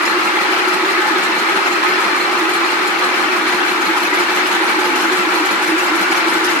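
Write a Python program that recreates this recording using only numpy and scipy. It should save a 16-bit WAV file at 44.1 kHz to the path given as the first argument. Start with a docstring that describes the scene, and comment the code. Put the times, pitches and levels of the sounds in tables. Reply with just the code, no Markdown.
"""In a factory hall, rope braiding machines run at full speed; the microphone is carried up to one of them.
Its horn gears hand the bobbin carriers on six times a second: random contacts ring the steel as clatter
and bright scraping, and bobbins rattle, spindles sing and slots knock through resonances.
The deck plate booms from driven modes and wandering sines, dull thuds follow the drops, the drive gears hum
as an uneven tone, and the other machines fill the hall with a steady din of coloured noise."""
import sys
import numpy as np
from scipy import signal
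from scipy.fft import rfft, irfft, next_fast_len
from scipy.io import wavfile
from scipy.ndimage import uniform_filter1d

SR = 44100
rng = np.random.default_rng(int(sys.argv[2]) if len(sys.argv) > 2 else 0)


def int16_out(signal):
    """Quantize to a 16-bit WAV file."""
    q = np.round(np.clip(np.atleast_2d(signal).T, -1, 1) * 32767)
    wavfile.write(sys.argv[1], SR, q.astype(np.int16))


N = 291060
TIME = np.arange(N) / SR
FREQS = np.maximum(np.arange(N // 2 + 1) * SR / N, 1)

HANDOVERS_PER_S = 6.077
ACCENT_EVERY = 3  # handovers
MESH_HZ = 362.92
CUTOFF_HZ = 14150
TURN = TIME * HANDOVERS_PER_S % 1  # share of the handover cycle

# In every handover the carriers catch in the gear slots.
# Each row: share of the cycle, relative impact in dB, relative gear load in dB.
CATCHES = [(0.132, 2, 1), (0.44, 1.5, -1.5), (.66, -9, -3)]


def clatter(near, far_db=-19.5, closer_db=-1.2, knock_db=-3.0, ring_db=-5.0, catch_db=-4.0, catch_t60=0.68):
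    """Loose carriers knock in the track and set the steel parts ringing; the catches drive them harder."""
    # Modes of carriers, spindles and track. Each row: Hz, width in Hz, relative dB from afar, and close by.
    steel_modes = [(859, 60, -7.5, -4.5), (953, 76, -10.5, -2), (1181, 46, -5.5, -7.5),
                   (1266, 25, -1.5, -14), (1361, 32, -7.5, 1), (1508, 120, -18, 5.5), (2086, 45, -23, -19),
                   (2312, 50, -7.5, -6), (4160, 83, -10.5, -13.5)]
    # Colour of the knocks. Each row: Hz, relative level in dB per Hz.
    knock_colour = [(150, -36), (220, -4.5), (420, -1), (600, -4.5), (800, 2), (1050, -2.5), (1350, 6),
                    (1620, 5.5), (1900, 2), (2450, -0.5), (3000, -4), (3700, -5), (5000, -9), (9000, -45)]
    touches = contacts(per_s=750, spread_db=3.0, t60=.06, patchy_db=11.0, surge_db=3.0, count=8)
    taps = from_db(-3.0) * pings(per_s=200, low_hz=800, high_hz=2800, t60=.1)
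    knocks = colour(touches, knock_colour) + taps
    rings = body(noise(), steel_modes, near, flicker_db=2.9)

    jolts = from_db(catch_db) * blows(catches(uneven_db=-2.0, late_s=0.015))
    force = from_db(far_db + closer_db * near) * np.hypot(1, dying(jolts ** 2, catch_t60))
    return force * (from_db(knock_db) * knocks + from_db(ring_db) * rings)


def scrape(near, slide_db=-47.5, drag_db=-34, drag_t60=0.46, closer_db=6.5):
    """Carrier feet chatter along the track, drag hard after each catch and ease off, with bright clanks."""
    # Colour of the steel scrape. Each row: Hz, relative level in dB per Hz.
    scrape_colour = [(1500, -19), (3000, 11.5), (4800, -0.5), (6500, 1), (8500, -3.5), (11000, -2.5),
                     (14000, -9)]
    touches = contacts(per_s=1300, spread_db=3.0, t60=.03, patchy_db=7.5, surge_db=3.0, count=10)
    taps = from_db(-4.5) * pings(per_s=300, low_hz=4400, high_hz=14000, t60=.07)
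    grabs = blows(catches(uneven_db=0.8, late_s=0.006, accent_db=0.5))
    drag = uniform_filter1d(dying(grabs ** 2, drag_t60), int(.02 * SR))
    force = from_db(closer_db * near) * np.hypot(from_db(slide_db), from_db(drag_db) * drag)
    snaps = from_db(-4.5) * clanks(t60=.09, ping_db=0.0)
    return colour(force * (touches + taps) + snaps, scrape_colour)


def clanks(t60, ping_db, usual_db=-32.0, low_hz=4500, high_hz=12500, attack_s=0.0063, count=4):
    """A carrier snapping home: a bright burst with a few steel pings of its own."""
    # The hardest snaps into a slot. Each row: start in seconds, relative level in dB.
    hardest = [(0.051, -17.5), (0.68, -22), (0.732, -22), (2.001, -26), (2.491, -26), (2.534, -19),
               (2.871, -21), (3.478, -23), (3.971, -20), (3.999, -21), (4.354, -24), (4.545, -23),
               (5.124, -28), (5.618, -24), (5.782, -23), (5.945, -30), (6.012, -23), (6.111, -19),
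               (6.162, -22), (6.329, -24), (6.441, -18)]
    usual = catches(uneven_db=0.5, late_s=0.0079, accent_db=4.0) + [0, usual_db]
    age, out = TIME[:SR // 5], np.zeros((2, N + SR))
    for s, db in np.vstack([hardest, usual]):
        hz = rng.uniform(low_hz, high_hz, (count, 1, 1))
        tones = np.sin(2 * np.pi * (hz * age + rng.random((count, 2, 1))))
        steel_pings = tones.sum(0) / np.sqrt(count / 2)
        burst = rng.standard_normal((2, len(age))) + from_db(ping_db) * steel_pings
        height = np.minimum(age / attack_s, 1) * from_db(db - 60 * age / t60)
        out[:, max(int(s * SR), 0):][:, :len(age)] += burst * height
    return out[:, :N]


def slots(near, level_db=-28.5, share=0.41, t60=0.26):
    """Mid-cycle a carrier hits the end of its slot: a hollow knock and a high ring that soon dies away."""
    # The wall of a gear slot. Each row: Hz, width in Hz, relative dB from afar, relative dB close by.
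    wall_modes = [(497, 140, 0.5, 6), (4172, 83, 4, -2)]
    hits = blows(each_handover(share, level_db, uneven_db=2.5, late_s=0.004))
    force = dying(hits ** 2, t60)
    return body(force * noise(), wall_modes, near) * np.sqrt(np.mean(force ** 2))


def rattles(level_db=-1.5, width_hz=260, rise_s=0.012, knocks_per_s=260, knock_t60=0.051):
    """A jolted bobbin chatters on its spindle: a short run of uneven knocks into one steel resonance."""
    # Each row: start in seconds, level in dB before level_db, resonance in Hz.
    jolted = [(0.0, -16.5, 1290), (0.246, -19, 1200), (0.655, -19.5, 1310), (1.071, -19, 1220),
              (1.27, -24, 1299), (1.431, -21, 1250), (1.635, -22, 1370), (2.07, -21, 1240),
              (2.14, -18, 1270), (3.357, -21.0, 1340), (3.948, -18, 1310), (4.11, -16.5, 1980),
              (4.39, -21.5, 2080), (4.615, -19, 1380)]
    age, out = TIME[:SR // 6], np.zeros((2, N + SR))
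    height = age / rise_s * np.exp(1 - age / rise_s)
    for s, db, hz in jolted:
        knocks = (rng.random(len(age)) < knocks_per_s / SR) * rng.uniform(.2, 1, len(age))
        grain = height * dying(knocks, knock_t60) * rng.standard_normal((2, len(age)))
        burst = rms_one(resonate(grain, hz, width_hz)) * np.sqrt(np.mean(height ** 2))
        out[:, max(int(s * SR), 0):][:, :len(age)] += from_db(db + level_db) * burst
    return out[:, :N]


def squeals(level_db=-27.5, width_hz=20):
    """A dry spindle sings briefly: noise in a narrow resonance wavers in pitch, swelling and fading."""
    # Each row: start in seconds, length in seconds, pitch in Hz.
    songs = [(0.0, 0.16, 1730), (0.6, 0.26, 850), (0.926, 0.19, 1747), (0.99, 0.18, 850), (1.2, 0.18, 1750),
             (1.854, 0.15, 1784), (2.049, 0.18, 1745), (4.68, 0.32, 858), (5.72, 0.45, 1440)]
    out = np.zeros((2, N + SR))
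    for s, length, hz in songs:
        size = int(length * SR)
        # the resonance gets a tenth of a second to build up unheard
        tone = rms_one(resonate(rng.standard_normal((2, size + SR // 10)), hz, width_hz)[:, -size:])
        out[:, max(int(s * SR), 0):][:, :size] += from_db(level_db) * signal.windows.tukey(size) * tone
    return out[:, :N]


def deck(near, level_db=-29, far_throb_db=0.5, closer_throb_db=3.5, peak_share=0.78):
    """The circling carriers shake the plate's modes, throbbing with the handovers, more deeply close by."""
    # The deck plate. Each row: Hz, width in Hz, relative dB from afar, relative dB close by.
    plate_modes = [(201, 52, -31, -14), (265.7, 5.2, -8.5, -6), (303, 7.9, -20, 1),
                   (326.2, 18.5, -18.5, 14.5), (336, 18, -1, -8), (349.6, 20, 0, -4), (386.4, 13.5, 1, -42),
                   (459, 24, -17, -4)]
    throb = from_db((far_throb_db + closer_throb_db * near) * sway(peak_share))
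    return from_db(level_db) * body(noise() * throb, plate_modes, near)


def drone(near, far_db=-36.5, closer_db=5.5, hz=322, wander_radians=1.78, wander_rate=6.6, throb_db=1.5,
          peak_share=0.72, lurch_share=1.0, lurch_db=10.0, rise_s=0.0077):
    """The plate's strongest mode never stops sounding; it swells with a lurch at the end of each handover."""
    lurches = swells(each_handover(lurch_share, lurch_db, uneven_db=-1.0, late_s=0.0126), rise_s)
    swelling = np.hypot(from_db(throb_db * sway(peak_share)), lurches)
    height = np.sqrt(2) * from_db(far_db + closer_db * near) * swelling
    return height * np.sin(2 * np.pi * hz * TIME + wander_radians * drift(wander_rate))


def booms(level_db=-2.5, rise_s=0.015, sag_hz_per_s=100):
    """A heavy lurch makes the plate boom at a pitch of its own, which sags as the load passes."""
    # The heaviest lurches. Each row: start in seconds, level in dB before level_db, pitch at the peak in Hz.
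    lurches = [(0.145, -20, 350), (0.978, -18, 351), (1.103, -17, 323), (2.412, -17, 333),
               (2.566, -17, 340), (3.08, -22, 329), (3.256, -17.5, 334), (3.46, -25, 377),
               (3.882, -16.5, 331), (4.414, -21, 318), (4.762, -20, 324), (5.035, -17.5, 339),
               (5.104, -18, 369), (5.259, -18, 322), (5.396, -20, 307), (5.717, -14, 319),
               (5.894, -18.5, 305), (5.93, -21, 357), (6.08, -22, 330), (6.25, -17.5, 350),
               (6.353, -18.5, 331), (6.41, -17.5, 332)]
    age, out = TIME[:SR // 5], np.zeros(N + SR)
    height = np.sqrt(2) * age / rise_s * np.exp(1 - age / rise_s)
    for s, db, hz in lurches:
        turns = rng.random() + np.cumsum(hz - sag_hz_per_s * (age - rise_s)) / SR
        out[max(int(s * SR), 0):][:len(age)] += from_db(db + level_db) * height * np.sin(2 * np.pi * turns)
    return out[:N]


def thuds(near, closer_db=6.5, t60=0.2):
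    """Twice a cycle the carriers' weight drops onto the next gears, first lightly, then hard."""
    # Each row: share of the cycle, level in dB from afar.
    drops = [(0.19, -37), (0.51, -33)]
    # Colour of a drop. Each row: Hz, relative level in dB per Hz.
    thud_colour = [(90, -52), (150, 0), (195, 13.5), (240, 7), (330, -6), (700, -10)]
    force = sum(blows(each_handover(share, db, uneven_db=0.4)) for share, db in drops)
    return from_db(closer_db * near) * colour(dying(force ** 2, t60) * noise(), thud_colour)


def thumps(level_db=-2.5, hz=198, rise_s=0.011):
    """The heaviest drops thump the frame: a few dull cycles, never quite at the same pitch."""
    # Each row: start in seconds, level in dB before level_db.
    heaviest = [(0.253, -30.5), (0.567, -36), (1.368, -31.5), (1.56, -30), (1.893, -33), (2.053, -33),
                (2.214, -31.5), (2.547, -35), (3.043, -36), (3.537, -30), (3.7, -32), (3.868, -33),
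                (4.525, -31.5), (5.018, -33), (5.185, -33), (5.52, -28)]
    return from_db(level_db) * swells(heaviest, rise_s) * np.sin(2 * np.pi * hz * TIME + drift(7.8))


def gears(near, level_db=-39, far_lag_radians=0.6, lag_share=0.27, load_db=10.5, rise_s=0.014, lead_s=0.018,
          wander_radians=0.4, wander_rate=6.7):
    """Tooth hum swells as the gears push; they lag and catch up, a dip in pitch that is plainer close by."""
    pushes = sum(swells(each_handover(share, load_db + db, uneven_db=3.0), rise_s)
                 for share, _, db in CATCHES)
    # the push comes a little ahead of the catch
    height = np.sqrt(2) * from_db(level_db) * (1 + np.interp(TIME + lead_s, TIME, pushes))
    lag = far_lag_radians * (1 + 2 * near) * sway(lag_share)
    return height * np.sin(2 * np.pi * MESH_HZ * TIME + lag + wander_radians * drift(wander_rate))


def hall(din_db=-19.5):
    """The other machines, smeared into a smooth din by the hall."""
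    # Colour of the din. Each row: Hz, relative level in dB per Hz.
    din_colour = [(20, -48), (60, -45.5), (105, -39), (150, -20), (195, -13.5), (240, -11.5), (330, 1),
                  (560, -8.5), (850, -3), (1500, 4), (2400, -2.5), (3600, -11), (6000, -17.5), (14000, -30)]
    return from_db(din_db) * colour(noise(), din_colour)


def spread(pair):
    """Two unrelated sound fields are mixed to the microphone's two sides, their likeness set by frequency."""
    # Each row: Hz, likeness of left and right from -1 to 1, left minus right in dB.
    stereo_field = [(60, 0.32, -2), (161, 0.46, 2.5), (350, 0.5, -2.5), (564, 0.76, -3), (850, 0.84, -2.5),
                    (1160, 0.39, -2.5), (1590, -0.57, 3.5), (1840, 0.083, 2.5), (2600, 0.23, 2.5),
                    (3670, -0.12, -0.5), (7000, -0.028, 0), (14000, -0.077, 0)]
    alike, tilt_db = over_hz(stereo_field)
    alike = np.clip(alike, -.98, .98)
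    sides = np.array([[1], [-1]])
    mid, side = rfft(pair)
    mixed = np.sqrt(1 + alike) * mid + sides * np.sqrt(1 - alike) * side
    return irfft(mixed * from_db(sides * tilt_db / 2), N) / np.sqrt(2)


def each_handover(share, db, uneven_db, late_s=0, accent_db=0):
    """Rows (s, dB) of a blow in every cycle, never quite alike; every third gains accent_db."""
    cycle = np.arange(int(N / SR * HANDOVERS_PER_S))
    late, hard = np.clip(rng.standard_normal((len(cycle), 2)), -2, 2).T
    times = (cycle + share) / HANDOVERS_PER_S + late_s * late
    return np.column_stack([times, db + uneven_db * hard + accent_db * (cycle % ACCENT_EVERY == 0)])


def catches(uneven_db, late_s=0, accent_db=0):
    """Rows (s, dB) of all the catches of all handovers."""
    return np.vstack([each_handover(share, db, uneven_db, late_s, accent_db) for share, db, _ in CATCHES])


def blows(rows):
    """One impulse for each row (s, dB)."""
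    s, db = np.transpose(rows)
    return np.bincount(np.clip((s * SR).astype(int), 0, N - 1), from_db(db), N)


def swells(rows, rise_s):
    """Each row (s, dB) builds up to its height and sinks back."""
    age = TIME[:SR // 2] / rise_s
    return signal.fftconvolve(blows(rows), age * np.exp(1 - age))[:N]


def dying(power, t60):
    """Height of the scattered sound that follows blows of the given power, 60 dB down after t60 seconds."""
    return np.sqrt(signal.lfilter([1], [1, -from_db(-120 / (t60 * SR))], power + 1e-18))


def sway(peak_share):
    """Rises and falls once per handover, between -1 and 1."""
    return np.cos(2 * np.pi * (TURN - peak_share))


def drift(rate):
    """A smooth random wander of spread 1: noise at 200 knots a second, smoothed above rate in Hz."""
    knots = rng.standard_normal(int(N / SR * 200) + 400)
    r = np.exp(-2 * np.pi * rate / 200)
    slow = signal.lfilter([1], [1, -2 * r, r * r], knots)[300:]
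    return np.interp(TIME * 200, np.arange(len(slow)), rms_one(slow))


def contacts(per_s, spread_db, t60, patchy_db, surge_db, count):
    """Loose parts touch at random; each has its own colour and dense ring, and surges as it swings past."""
    age, size, heard = TIME[:4096], next_fast_len(N + 4096, True), 0
    octave = np.log2(1 + np.arange(size // 2 + 1, dtype=np.float32))
    for part in range(count):
        at = rng.integers(0, N, int(per_s / count * N / SR))
        force_db = spread_db * np.clip(rng.standard_normal(len(at)), -2, 2) + surge_db * np.tanh(drift(5)[at])
        touches = np.bincount(at, from_db(force_db) * rng.choice([-1, 1], len(at)), N)
        own_colour = from_db(patchy_db * np.cos(2 * np.pi * (octave + part / count)))
        ring = rfft(np.float32(rng.standard_normal((2, len(age))) * from_db(-60 * age / t60)), size)
        evened = ring / uniform_filter1d(abs(ring), size=len(octave) // 64)
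        heard = heard + rfft(np.float32(touches), size) * evened * own_colour
    return rms_one(irfft(heard, size)[:, :N].astype(float))


def pings(per_s, low_hz, high_hz, t60):
    """Small steel parts are tapped at random, most lightly; each rings briefly at a pitch of its own."""
    age, out = np.float32(TIME[:SR // 13]), np.zeros((2, N + SR))
    shape = from_db(-60 * age / t60) * np.minimum(age * 1000, 1)  # full height after 1 ms
    for when, pitch, size, left, right in rng.random((int(per_s * N / SR), 5)):
        hz = np.float32(low_hz * (high_hz / low_hz) ** pitch)
        turns = hz * age + np.float32([[left], [right]])
        out[:, int(when * N):][:, :len(age)] += (1 + 2 * size ** 2) * shape * np.sin(2 * np.pi * turns)
    return rms_one(out[:, :N])


def body(drive, modes, near, flicker_db=0):
    """A body's modes: their balance shifts with the listener's place, and with the place it is struck."""
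    total = 0
    for hz, width, far_db, near_db in modes:
        mode_db = far_db + near * (near_db - far_db) + flicker_db * np.tanh(drift(11.0))
        total = total + from_db(mode_db) * rms_one(resonate(drive, hz, width))
    return rms_one(total)


def resonate(x, hz, width):
    """Two equal resonances in series: a peak with dark skirts."""
    r = np.exp(-np.pi * width * np.sqrt(2) / SR)
    section = [(1 - r * r) / 2, 0, (r * r - 1) / 2, 1, -2 * r * np.cos(2 * np.pi * hz / SR), r * r]
    return signal.sosfilt([section, section], x + 1e-18)


def colour(x, spectrum):
    """Shape a white excitation and keep its power."""
    return irfft(rfft(x) * rms_one(from_db(over_hz(spectrum)[0])), N)


def noise():
    """Two unrelated white noises."""
    return rng.standard_normal((2, N))


def over_hz(rows):
    """Every column of a table along the log-frequency axis."""
    hz, *columns = np.transpose(rows)
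    return [np.interp(np.log(FREQS), np.log(hz), c) for c in columns]


def columns_at(rows, where):
    """Every column of a table, joined by straight lines."""
    first, *columns = np.transpose(rows)
    return [np.interp(where, first, c) for c in columns]


def from_db(db):
    """Decibels to gain."""
    return 10 ** (np.asarray(db) / 20)


def rms_one(x):
    """Scale to unit power."""
    return x / np.sqrt(np.mean(x ** 2) + 1e-20)


def scene():
    """The near machine, growing closer with the walk, in the din of the hall."""
    # The walk up to the machine. Each row: time in seconds, nearness from 0 to 1.
    walk = [(0, 0.08), (2.3, 0), (3.7, 0.23), (4.8, 0.51), (6.6, 0.69)]
    near = np.clip(columns_at(walk, TIME)[0], 0, 1)
    steel = clatter(near) + slots(near) + rattles() + squeals() + scrape(near)
    field = spread(deck(near) + thuds(near) + steel + hall())
    hum = (drone(near) + booms() + gears(near)) * from_db([[-.6], [.6]])  # a little to the right
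    return field + hum + thumps()


def record(dry):
    """The highest peaks are rounded and the top is cut steeply."""
    rounded = dry / (1 + (dry / .85) ** 12) ** (1 / 12)
    return signal.sosfilt(signal.ellip(12, .1, 80, CUTOFF_HZ, fs=SR, output="sos"), rounded)


dry = scene()
out = record(dry)
int16_out(out)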